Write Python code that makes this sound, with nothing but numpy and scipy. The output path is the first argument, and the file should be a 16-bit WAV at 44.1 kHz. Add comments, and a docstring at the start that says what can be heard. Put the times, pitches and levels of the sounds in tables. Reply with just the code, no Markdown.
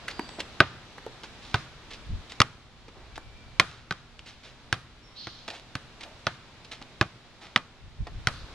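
"""Sharp slaps of a soccer ball, juggled by three players on an asphalt street; one holds the camera.
Each touch slaps the taut skin, squashes the ball (a low thump) and leaves the air inside ringing faintly.
Shoes scuff the asphalt and snap small stones, clothes swish, birds call over far traffic, leaves and
a faint hum, a breeze bumps the microphones, and the house fronts answer."""
import sys
import numpy as np
from scipy import signal
from scipy.fft import rfft, irfft, next_fast_len
from scipy.io import wavfile
from scipy.ndimage import uniform_filter1d, map_coordinates

SR = 44100
rng = np.random.default_rng(int(sys.argv[2]) if len(sys.argv) > 2 else 0)


def master_out(mix):
    """Clip the mix to full scale and print it as 16-bit PCM to the path in sys.argv[1]."""
    frames = np.transpose(np.atleast_2d(mix))
    ceiling = np.clip(frames, -1, 1)
    pcm = np.round(ceiling * 32767).astype(np.int16)
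    wavfile.write(sys.argv[1], SR, pcm)


N = 376613


def amp(db):
    return 10 ** (np.asarray(db) / 20)


def unit(x):
    """Scaled to rms 1."""
    return x / np.sqrt(np.mean(x ** 2) + 1e-20)


def burst(x):
    """Scaled to the energy of 10 ms at rms 1."""
    return x / np.sqrt(np.sum(x ** 2) / (SR / 100) + 1e-20)


def along(points, hz):
    """(Hz, value) points read on a log axis."""
    freqs, values = np.transpose(points)
    return np.interp(np.log(hz + 1), np.log(freqs + 1), values)


def wobble(rate):
    """A smooth random curve, rate knots a second."""
    return map_coordinates(rng.standard_normal(int(N * rate / SR) + 4), [np.arange(N) * rate / SR])


def filtered(x, response):
    """x through a complex frequency response."""
    size = next_fast_len(N + SR // 2)
    return irfft(rfft(x, size) * response(np.fft.rfftfreq(size, 1 / SR)), size)[..., :N]


def struck(x, spectrum, size=4096):
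    """x through a minimum-phase EQ of (Hz, dB) points, which keeps attacks sharp."""
    cepstrum = irfft(np.log(amp(along(spectrum, np.fft.rfftfreq(size, 1 / SR)))))
    cepstrum[1:size // 2] *= 2
    cepstrum[size // 2 + 1:] = 0
    return signal.fftconvolve(x, irfft(np.exp(rfft(cepstrum))))[:len(x)]


def late(x, s):
    """x delayed by s seconds."""
    return np.pad(x, (max(0, round(s * SR)), 0))[:len(x)]


def add(track, s, x):
    """Mix x into the track at time s."""
    part = track[max(0, round(s * SR)):][:len(x)]
    part += x[:len(part)]


def widen(pair, colour=lambda hz: 1):
    """Two unrelated signals as mid and side, with a stereo width for each band."""
    # (frequency [Hz], left-right likeness [0 to 1])
    likeness = [(30, 0.31), (120, 0.98), (500, 0.92), (1500, 0.78), (4000, 0.053), (9000, 0.13)]
    angle = lambda hz: np.arccos(along(likeness, hz)) / 2
    mid, side = filtered(pair, lambda hz: colour(hz) * np.array([np.cos(angle(hz)), np.sin(angle(hz))]))
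    return np.array([mid + side, mid - side])


def rush(spectrum, patchy_db):
    """Coloured stereo noise of rms 1 with patches of random gain."""
    bands = signal.stft(rng.standard_normal((2, N)), nperseg=512)[2]
    patches = uniform_filter1d(rng.standard_normal(bands.shape[1:]), size=6, axis=0)
    patches = unit(uniform_filter1d(patches, size=14, axis=1))
    pair = signal.istft(bands * amp(patchy_db * patches), nperseg=512)[1][:, :N]
    return unit(widen(pair, lambda hz: amp(along(spectrum, hz))))


def contact(t, crumple, t60):
    """A sharp first click, then a dying crumple of noise."""
    return burst(t == 0) + crumple * burst(rng.standard_normal(len(t)) * amp(-60 * t / t60))


def street():
    """The bed: distant traffic and the hiss of leaves swell and ebb together."""
    # the bed's fader: (time [s], level [dB])
    fader = [(0.0, -52.5), (0.24, -51.5), (2.43, -55), (2.66, -58.5), (3.02, -58), (4.99, -59), (6.18, -56),
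             (7.99, -59), (8.54, -52)]
    # rumble and hiss: (frequency [Hz], relative level [dB])
    traffic_eq = [(15, -38.5), (25, -5.5), (229, -14), (350, -15), (515, -17.5), (757, -17), (1700, -20.5),
                  (2500, -26), (3250, -44), (5500, -120)]
    leaves_eq = [(1200, -15), (2300, -0.5), (3800, 1.5), (5200, -5), (7000, -12), (8000, -16), (9000, -20),
                 (11300, -24.5), (13000, -31)]
    level_db = np.interp(np.arange(N) / SR, *np.transpose(fader))
    traffic = amp(3.5 + 0.32 * wobble(12)) * rush(traffic_eq, patchy_db=0.5)
    leaves = amp(0.5) * rush(leaves_eq, patchy_db=0.5)
    return amp(level_db) * (traffic + leaves)


def air_conditioner(drift_cycles=0.54):
    """A faint, slightly unsteady hum from one of the houses."""
    # hum partials: (frequency [Hz], level [dB])
    partials = [(119, -64.5), (237, -67)]
    t = np.arange(N) / SR
    return sum(amp(db) * unit(np.sin(2 * np.pi * (hz * t + drift_cycles * wobble(3.2))))
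               for hz, db in partials)


def breeze(calm_db=-61.5):
    """Lumps of moving air bump the microphone ports; each puff swells and fades at the same rate."""
    # puffs: (peak time [s], swell and fade time constant [s], level [dB])
    puffs = [(2.13, 0.031, -27), (3.3, 0.6, -51), (7.87, 0.045, -43), (8.017, 0.016, -27.5),
             (8.16, 0.037, -35.5), (8.38, 0.12, -40.5)]
    # low buffeting: (frequency [Hz], relative level [dB])
    buffet_eq = [(15, 0.5), (40, 7), (90, -0.5), (150, -8), (260, -17), (600, -54.5), (2000, -76)]
    t = np.arange(N) / SR
    flow = amp(calm_db) + sum(amp(db) * np.exp(-np.abs(t - s) / fade) for s, fade, db in puffs)
    return flow * amp(1.6 * wobble(32)) * rush(buffet_eq, patchy_db=0)


def bird_note(length, start_hz, end_hz, waver_rate, waver):
    """One note swells and fades while its wavering pitch slides."""
    progress = np.linspace(0, 1, int(length * SR))
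    pitch = (start_hz + (end_hz - start_hz) * progress) * (1 + waver * wobble(waver_rate)[:len(progress)])
    return np.sin(np.pi * progress) * np.sin(2 * np.pi * np.cumsum(pitch) / SR)


def birds(attack_s=0.02, release_s=0.038):
    """Thin gliding whistles, a buzzy rising chirp and raspy calls from the trees."""
    # whistles: (time [s], length [s], start [Hz], end [Hz], level [dB], waver [share of pitch])
    whistles = [(0.102, 0.19, 4870, 4570, -48.5, 0.013), (0.237, 0.14, 7730, 8140, -62.5, 0.011),
                (2.907, 0.92, 2315, 2355, -65, 0.014), (5.01, 0.094, 5390, 5470, -59, 0.017)]
    # raspy calls: (time [s], length [s], level [dB])
    rasps = [(5.147, 0.13, -51.5), (5.263, 0.17, -55.5), (8.313, 0.11, -55)]
    # their tone: (frequency [Hz], relative level [dB])
    rasp_eq = [(1800, -24), (3200, 1), (3900, 3.5), (4350, 4), (4900, -0.5), (6000, -8.5), (8000, -38)]
    track, t = np.zeros(N), np.arange(N) / SR
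    for s, length, start_hz, end_hz, db, waver in whistles:
        add(track, s, amp(db) * bird_note(length, start_hz, end_hz, waver_rate=330, waver=waver))
    chirp = bird_note(length=0.095, start_hz=4000, end_hz=4700, waver_rate=800, waver=0.08)
    add(track, 5.15, amp(-41.5) * chirp)
    rasp = unit(filtered(rng.standard_normal(N), lambda hz: amp(along(rasp_eq, hz))))
    effort = sum(amp(db) * np.clip(np.minimum((t - s) / attack_s, (s + length - t) / release_s + .5), 0, 1)
                 for s, length, db in rasps)
    return track + rasp * effort * amp(2.8 * wobble(110))


def stones():
    """Single bits of grit snap as a sole rolls over them."""
    # snaps: (time [s], level [dB])
    snaps = [(0.086, -41), (0.112, -44), (3.158, -48), (4.193, -43), (5.486, -41.5), (5.503, -38.5),
             (5.551, -49), (6.016, -51), (6.038, -43.5), (6.718, -45), (6.825, -46), (7.469, -51.5)]
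    # their tone: (frequency [Hz], relative level [dB])
    snap_eq = [(500, -19), (1500, -2.5), (2600, 2.5), (4000, -0.5), (7000, -15), (11000, -32.5),
               (14000, -57)]
    track, t = np.zeros(N), np.arange(SR // 20) / SR
    for s, db in snaps:
        add(track, s, amp(db) * burst(struck(contact(t, crumple=0.86, t60=0.023), snap_eq)))
    return track


def shoes_and_clothes(graininess=0.66, grit_graininess=0.91, sole_db=-1.5):
    """Heels thud, soles scrape or clop, grit crunches; the same noise, long and soft, is swishing cloth."""
    # footfalls and scuffs, with a few long soft swishes of clothing:
    # (time [s], length [s], level [dB], grittiness [dB]: below 0 dull, above 0 bright)
    moves = [(0.078, 0.029, -44, 2.5), (0.1, 0.032, -44, 4), (0.1934, 0.005, -25, -14.5),
             (0.291, 0.0029, -37, 0.5), (0.384, 0.019, -38, -14), (0.393, 0.02, -40, 8),
             (0.402, 0.0084, -30, 5.5), (0.978, 0.012, -44.5, -9), (1.063, 0.016, -40.5, -24),
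             (1.233, 0.026, -41.5, 2.5), (1.418, 0.2, -54, 21), (1.905, 0.033, -44.5, 3),
             (1.932, 0.028, -44.5, 7.5), (2.295, 0.063, -50, 12), (2.32, 0.0033, -37.5, 6),
             (2.88, 0.017, -46, -4.5), (2.95, 0.18, -55.5, -5.5), (3.156, 0.014, -46.5, 8),
             (3.178, 0.0038, -37.5, -7), (3.68, 0.16, -52, 3), (4.257, 0.071, -48.5, 6),
             (4.431, 0.081, -51.5, 4), (5.478, 0.014, -35, 1), (5.498, 0.032, -45.5, 3),
             (5.53, 0.063, -47.5, 3.5), (6.005, 0.031, -46, 3.5), (6.029, 0.024, -44.5, 4.5),
             (6.645, 0.019, -50, 7), (6.713, 0.039, -42, 5.5), (6.814, 0.01, -43.5, -4),
             (7.411, 0.081, -49.5, 1), (8.068, 0.013, -39, -3.5)]
    # their low, middle and high layers: (frequency [Hz], relative level [dB])
    heel_eq = [(60, -23.5), (220, -7.5), (430, -2), (600, -6), (850, -4), (1600, -21.5), (5000, -57)]
    sole_eq = [(300, -29), (900, -4), (1700, 0), (2400, -3.5), (4500, -33), (10000, -63)]
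    grit_eq = [(900, -14.5), (2500, 1), (3800, 2.5), (5500, -3.5), (8000, -16.5), (11500, -28.5),
               (14000, -51)]
    # small hollow clops: (time [s], length [s], resonance [Hz], level [dB])
    clops = [(0.081, 0.0068, 1710, -29.5), (0.084, 0.0075, 2480, -39), (0.194, 0.0033, 1880, -32),
             (0.982, 0.0054, 1730, -41), (0.98, 0.0058, 1020, -45), (1.064, 0.0038, 440, -31.5),
             (3.178, 0.004, 1010, -35.5), (5.507, 0.078, 754, -52), (6.04, 0.083, 640, -52)]
    track, t = np.zeros(N), np.arange(SR // 3) / SR
    press = lambda length: (t / length) ** 0.55 * np.exp(-2.6 * t / length)
    grains = lambda spread: rng.standard_normal(len(t)) * np.exp(spread * rng.standard_normal(len(t)))
    sized = lambda x, length: x * np.sqrt(length * SR / np.sum(x ** 2))  # energy of that length at rms 1
    layers = (heel_eq, graininess), (sole_eq, graininess), (grit_eq, grit_graininess)
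    for s, length, db, gritty_db in moves:
        shares = amp([-gritty_db, sole_db, gritty_db])
        for share, (eq, spread) in zip(shares / np.linalg.norm(shares), layers):
            rub = struck(grains(spread) * press(length), eq)
            add(track, s, amp(db) * share * sized(rub, length))
    for s, length, hz, db in clops:
        clop = signal.lfilter(*signal.iirpeak(hz, Q=5.5, fs=SR), grains(graininess) * press(length))
        add(track, s, amp(db) * sized(clop, length))
    return track


def cavity(t, blur_cycles=0.8):
    """The air inside the ball rings at new strengths each touch; spin and wobble blur each mode."""
    # air modes: (frequency [Hz], relative level [dB], t60 [s])
    modes = [(1115, -2, .19), (1225, 0, .2), (1850, -9, .15), (2445, 4, .14), (3070, -8, .13),
             (3230, -8, .13)]
    ring = np.zeros(len(t))
    for hz, db, t60 in modes:
        drift = np.cumsum(rng.standard_normal(len(t))) / np.sqrt(SR)
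        envelope = amp(db + rng.normal(0, 1) - 60 * t / t60)
        ring += envelope * np.sin(2 * np.pi * (hz * t + blur_cycles * drift + rng.random()))
    return burst(ring)


def skin_slap(t, hz, hard_db, sag=0.84, sag_s=0.00023):
    """The skin rings briefly; its pitch drops as the contact patch spreads, and flutters as it deforms."""
    t60 = 0.027 * amp(-0.36 * hard_db)  # a hard contact stops the skin sooner
    pitch = hz * (1 + sag * np.exp(-t / sag_s))
    flutter = 0.3 * np.cumsum(rng.standard_normal(len(t))) / np.sqrt(SR * t60)
    return burst(np.sin(2 * np.pi * (np.cumsum(pitch) / SR + flutter)) * amp(-60 * t / t60))


def skin_crack(t, lowpass, crumple):
    """The bright attack: the skin crumples as the contact patch spreads."""
    # the crack's tone: (frequency [Hz], relative level [dB])
    crack_eq = [(600, -42.5), (1100, 1), (1700, 5), (2400, 4.5), (4000, 2.5), (5500, -0.5), (8000, -15.5),
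                (11000, -15.5), (14000, -71.5)]
    return burst(signal.sosfilt(lowpass, struck(contact(t, crumple, t60=0.017), crack_eq)))


def panel_knock(t):
    """The body of the hit: the ball's panels knock under the blow."""
    # the knock's tone: (frequency [Hz], relative level [dB])
    knock_eq = [(90, -25.5), (180, -1.5), (260, -7.5), (350, -1), (480, -7.5), (650, -1), (1000, -5),
                (1500, -9), (4000, -90)]
    return burst(struck(contact(t, crumple=1.76, t60=0.068), knock_eq))


def ball(thump_hz=112, squash_s=0.0038, shell_hz=1240, on_foot_s=0.014, usual_db=-16.5, usual_m=3.1):
    """Every touch, as heard at the camera, as it reaches things near by, and as it spreads 1 m away."""
    # touches: (time [s], level [dB], weight or squash [dB], hardness [dB], slap [Hz], distance [m],
    # ground echo delay [s], lift-off [dB], shell ring [dB], hollow knock [Hz], hollow knock [dB],
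    # air ring [dB])
    touches = [(0.6035, -12.5, -8, -2.5, 1510, 1.78, 0.0031, -37, -2, 380, -14, -15.5),
               (1.543, -24, 2, 0.5, 1510, 4.4, 0.0025, -14, -2, 994, -1, -19),
               (2.4028, -19.5, 1, 4, 1450, 1.03, 0.0024, 6.5, 3, 233, -7, -11),
               (3.598, -18, -16, 5, 1925, 1.76, 0.0028, -31, -23, 1060, -4, -13),
               (3.9092, -28, -8, -1.5, 1510, 2.9, 0.0032, -5.5, -1.5, 182, -5.5, -19),
               (4.727, -28, 0.5, 5, 1593, 2.2, 0.00065, -10, -4, 770, -14, -16),
               (5.2706, -36, -5.5, -3.5, 1440, 5.1, 0.00096, -23, -23, 343, -11, -22),
               (5.7532, -37.5, 3.5, 5.5, 1500, 3.7, 0.0011, -16, -1, 270, -1, -18),
               (6.2683, -25, -7.5, -1, 1466, 3.3, 0.00147, -28, -2, 660, -7, -27),
               (7.012, -21.5, 0.5, 0, 1696, 1.3, 0.00073, -14, -25, 360, -4.5, -15),
               (7.561, -19, -19, 1, 1850, 0.85, 0.0024, -13, -0.5, 260, -13.5, -15.5),
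               (8.2714, -28, 3.5, 8, 1447, 3.7, 0.0006, -7, 0, 550, -32, -26)]
    # a touch heard from all sides at once: (frequency [Hz], relative level [dB])
    all_round_eq = [(40, -27), (120, -1.5), (300, -12), (850, -10.5), (1200, -4.5), (1600, -4), (2300, -9),
                    (4000, -7.5), (6000, -18.5), (8000, -28.5), (11000, -32), (14000, -57)]
    direct, around, at_source = np.zeros((3, N))
    t = np.arange(SR // 3) / SR
    rough_ground = signal.butter(1, 3500, fs=SR, output="sos")
    ring = lambda hz, t60: burst(np.sin(2 * np.pi * hz * t) * (1 - np.exp(-t / 0.0011))
                                 * amp(-60 * t / t60))
    all_round = struck(1.0 * (t == 0), all_round_eq)
    shell = ring(shell_hz, t60=0.014)
    # the ball flattens and springs back
    thump = late(burst(-np.sin(2 * np.pi * thump_hz * t) * t * np.exp(-t / squash_s)), 0.00036)
    for (s, db, weight_db, hard_db, slap_hz, distance, ground_s,
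         lift_db, shell_db, hollow_hz, hollow_db, air_db) in touches:
        slap = skin_slap(t, slap_hz, hard_db)
        # a soft contact dulls the crack; so does a strong blow, which spreads the contact patch
        edge_hz = 6530 * amp(0.71 * hard_db - 0.21 * (db - usual_db))
        lowpass = signal.butter(2, min(edge_hz, SR / 3), fs=SR, output="sos")
        face, underside = (slap + amp(hard_db) * skin_crack(t, lowpass, crumple=1)
                           + amp(-3 + 0.2 * weight_db) * panel_knock(t) for _ in range(2))
        # the underside is heard off the asphalt (sound at 343 m/s); the two paths share the energy
        bounce = amp(-1.5) * distance / (distance + 343 * ground_s)
        reflection = bounce * late(signal.sosfilt(rough_ground, underside), ground_s)
        blow = (face + reflection) / np.hypot(1, bounce)
        hollow = ring(hollow_hz, t60=11 / hollow_hz)  # its pitch depends on what meets the ball
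        # lift-off: the skin peels off the foot and the shell snaps back
        lift = late(burst(amp(-2) * skin_crack(t, lowpass, crumple=7.5) + shell), on_foot_s)
        after = amp(shell_db) * shell + amp(hollow_db) * hollow + amp(lift_db) * lift
        air = amp(air_db) * cavity(t)
        add(direct, s, amp(db) * (blow + amp(weight_db) * thump + after + air))
        # echo sends: farther touches have more scatter beside their direct sound
        radiated = np.std(blow + after) * unit(signal.sosfilt(lowpass, all_round))
        send = amp(db) * (radiated + amp(5) * air)
        add(around, s, (distance / usual_m) ** 0.59 * send)
        add(at_source, s, distance * send)
    return direct, around, at_source


def echo(x, decay, build_s):
    """A diffuse echo builds up and dies by band; a fresh tail each half second, as the players move."""
    out = np.zeros((2, N + SR))
    for start in range(0, N, SR // 2):
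        hz, t, bands = signal.stft(rng.standard_normal((2, SR * 3 // 4)), SR, nperseg=256)
        tail = signal.istft(bands * amp(-60 * t / along(decay, hz)[:, None]), SR, nperseg=256)[1]
        tail *= 1 - np.exp(-(np.arange(tail.shape[1]) / SR / build_s) ** 2)
        wet = signal.fftconvolve(x[None, start:start + SR // 2], tail / np.linalg.norm(tail[0]), axes=1)
        for channel, part in zip(out, wet):
            add(channel, start / SR, part)
    return out[:, :N]


def outdoors(x, around, distant, near_db, far_db):
    """Direct sound at two close ports, scatter from bodies and parked cars, and the house fronts' echo."""
    # microphone ports: (frequency [Hz], left minus right [dB])
    balance = [(100, -3), (1200, 0), (2300, -1.5), (4200, -4.5), (7600, 5), (13000, -11)]
    # (frequency [Hz], left port's phase lead [rad])
    lead = [(50, .1), (1500, .22), (3200, .45), (4500, .95), (6000, 1.15), (9000, .8), (12000, 1.4)]
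    # dull slapbacks off the house fronts: (delay [s], level [dB])
    slapbacks = [(.043, -18.5), (0.146, -27.5)]
    # the houses' diffuse tail: (frequency [Hz], t60 [s])
    house_decay = [(100, 1), (500, 0.2), (1400, 0.78), (4000, 0.38), (10000, 0.39)]
    # its tone: (frequency [Hz], gain [dB])
    house_eq = [(50, 3), (140, 4), (350, -21), (900, -7.5), (1300, -4.5), (1800, -8), (2600, -6),
                (4500, -1.5), (8000, 3.5), (12000, 5)]
    split = lambda table, hz: np.outer([.5, -.5], along(table, hz))
    direct = filtered(x, lambda hz: amp(split(balance, hz)) * np.exp(1j * split(lead, hz)))
    returns = sum(amp(db) * late(x, delay) for delay, db in slapbacks)
    walls = filtered(returns, lambda hz: 1 / (1 + (hz / 260) ** 2))
    near = echo(around, decay=[(200, 0.23), (2000, 0.15), (5000, 0.09), (10000, 0.15)], build_s=0.0036)
    far = filtered(echo(distant, house_decay, build_s=0.041), lambda hz: amp(along(house_eq, hz)))
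    return direct + walls + widen(amp(near_db) * near + amp(far_db) * far)


def gain_control(x, threshold_db=-22, slope=0.14, recover_db_per_s=5.0, attack_s=0.1):
    """The camera turns itself down a little after each loud peak and creeps back up."""
    over_db = np.maximum(20 * np.log10(np.abs(x).max(axis=0) + 1e-9) - threshold_db, 0)
    recovered = recover_db_per_s * np.arange(N) / SR
    cut_db = np.maximum.accumulate(slope * over_db + recovered) - recovered
    pole = np.exp(-1 / (attack_s * SR))
    return x * amp(-signal.lfilter([1 - pole], [1, -pole], cut_db))


def scene(players_m=3):
    """Close, fairly dry players and echoing birds over the street's bed."""
    touches, around, at_source = ball()
    moves, song = shoes_and_clothes() + stones(), birds()
    players = outdoors(touches + moves, around + moves, at_source + players_m * moves,
                       near_db=-12, far_db=-27.5)
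    birdsong = outdoors(song, song, song, near_db=-2, far_db=0)
    return players + birdsong + street() + air_conditioner() + breeze()


def record(dry, hardness=6, rolloff_hz=12300, top_hz=14500):
    """The camera rides its gain, flattens the loudest slaps and rolls off the treble to its band limit."""
    held = gain_control(dry)
    flattened = held / (1 + np.abs(held) ** hardness) ** (1 / hardness)
    dulled = filtered(flattened, lambda hz: 1 / np.sqrt(1 + (hz / rolloff_hz) ** 20))
    return filtered(dulled, lambda hz: 1 / (1 + (hz / top_hz) ** 80))


dry = scene()
out = record(dry)
master_out(out)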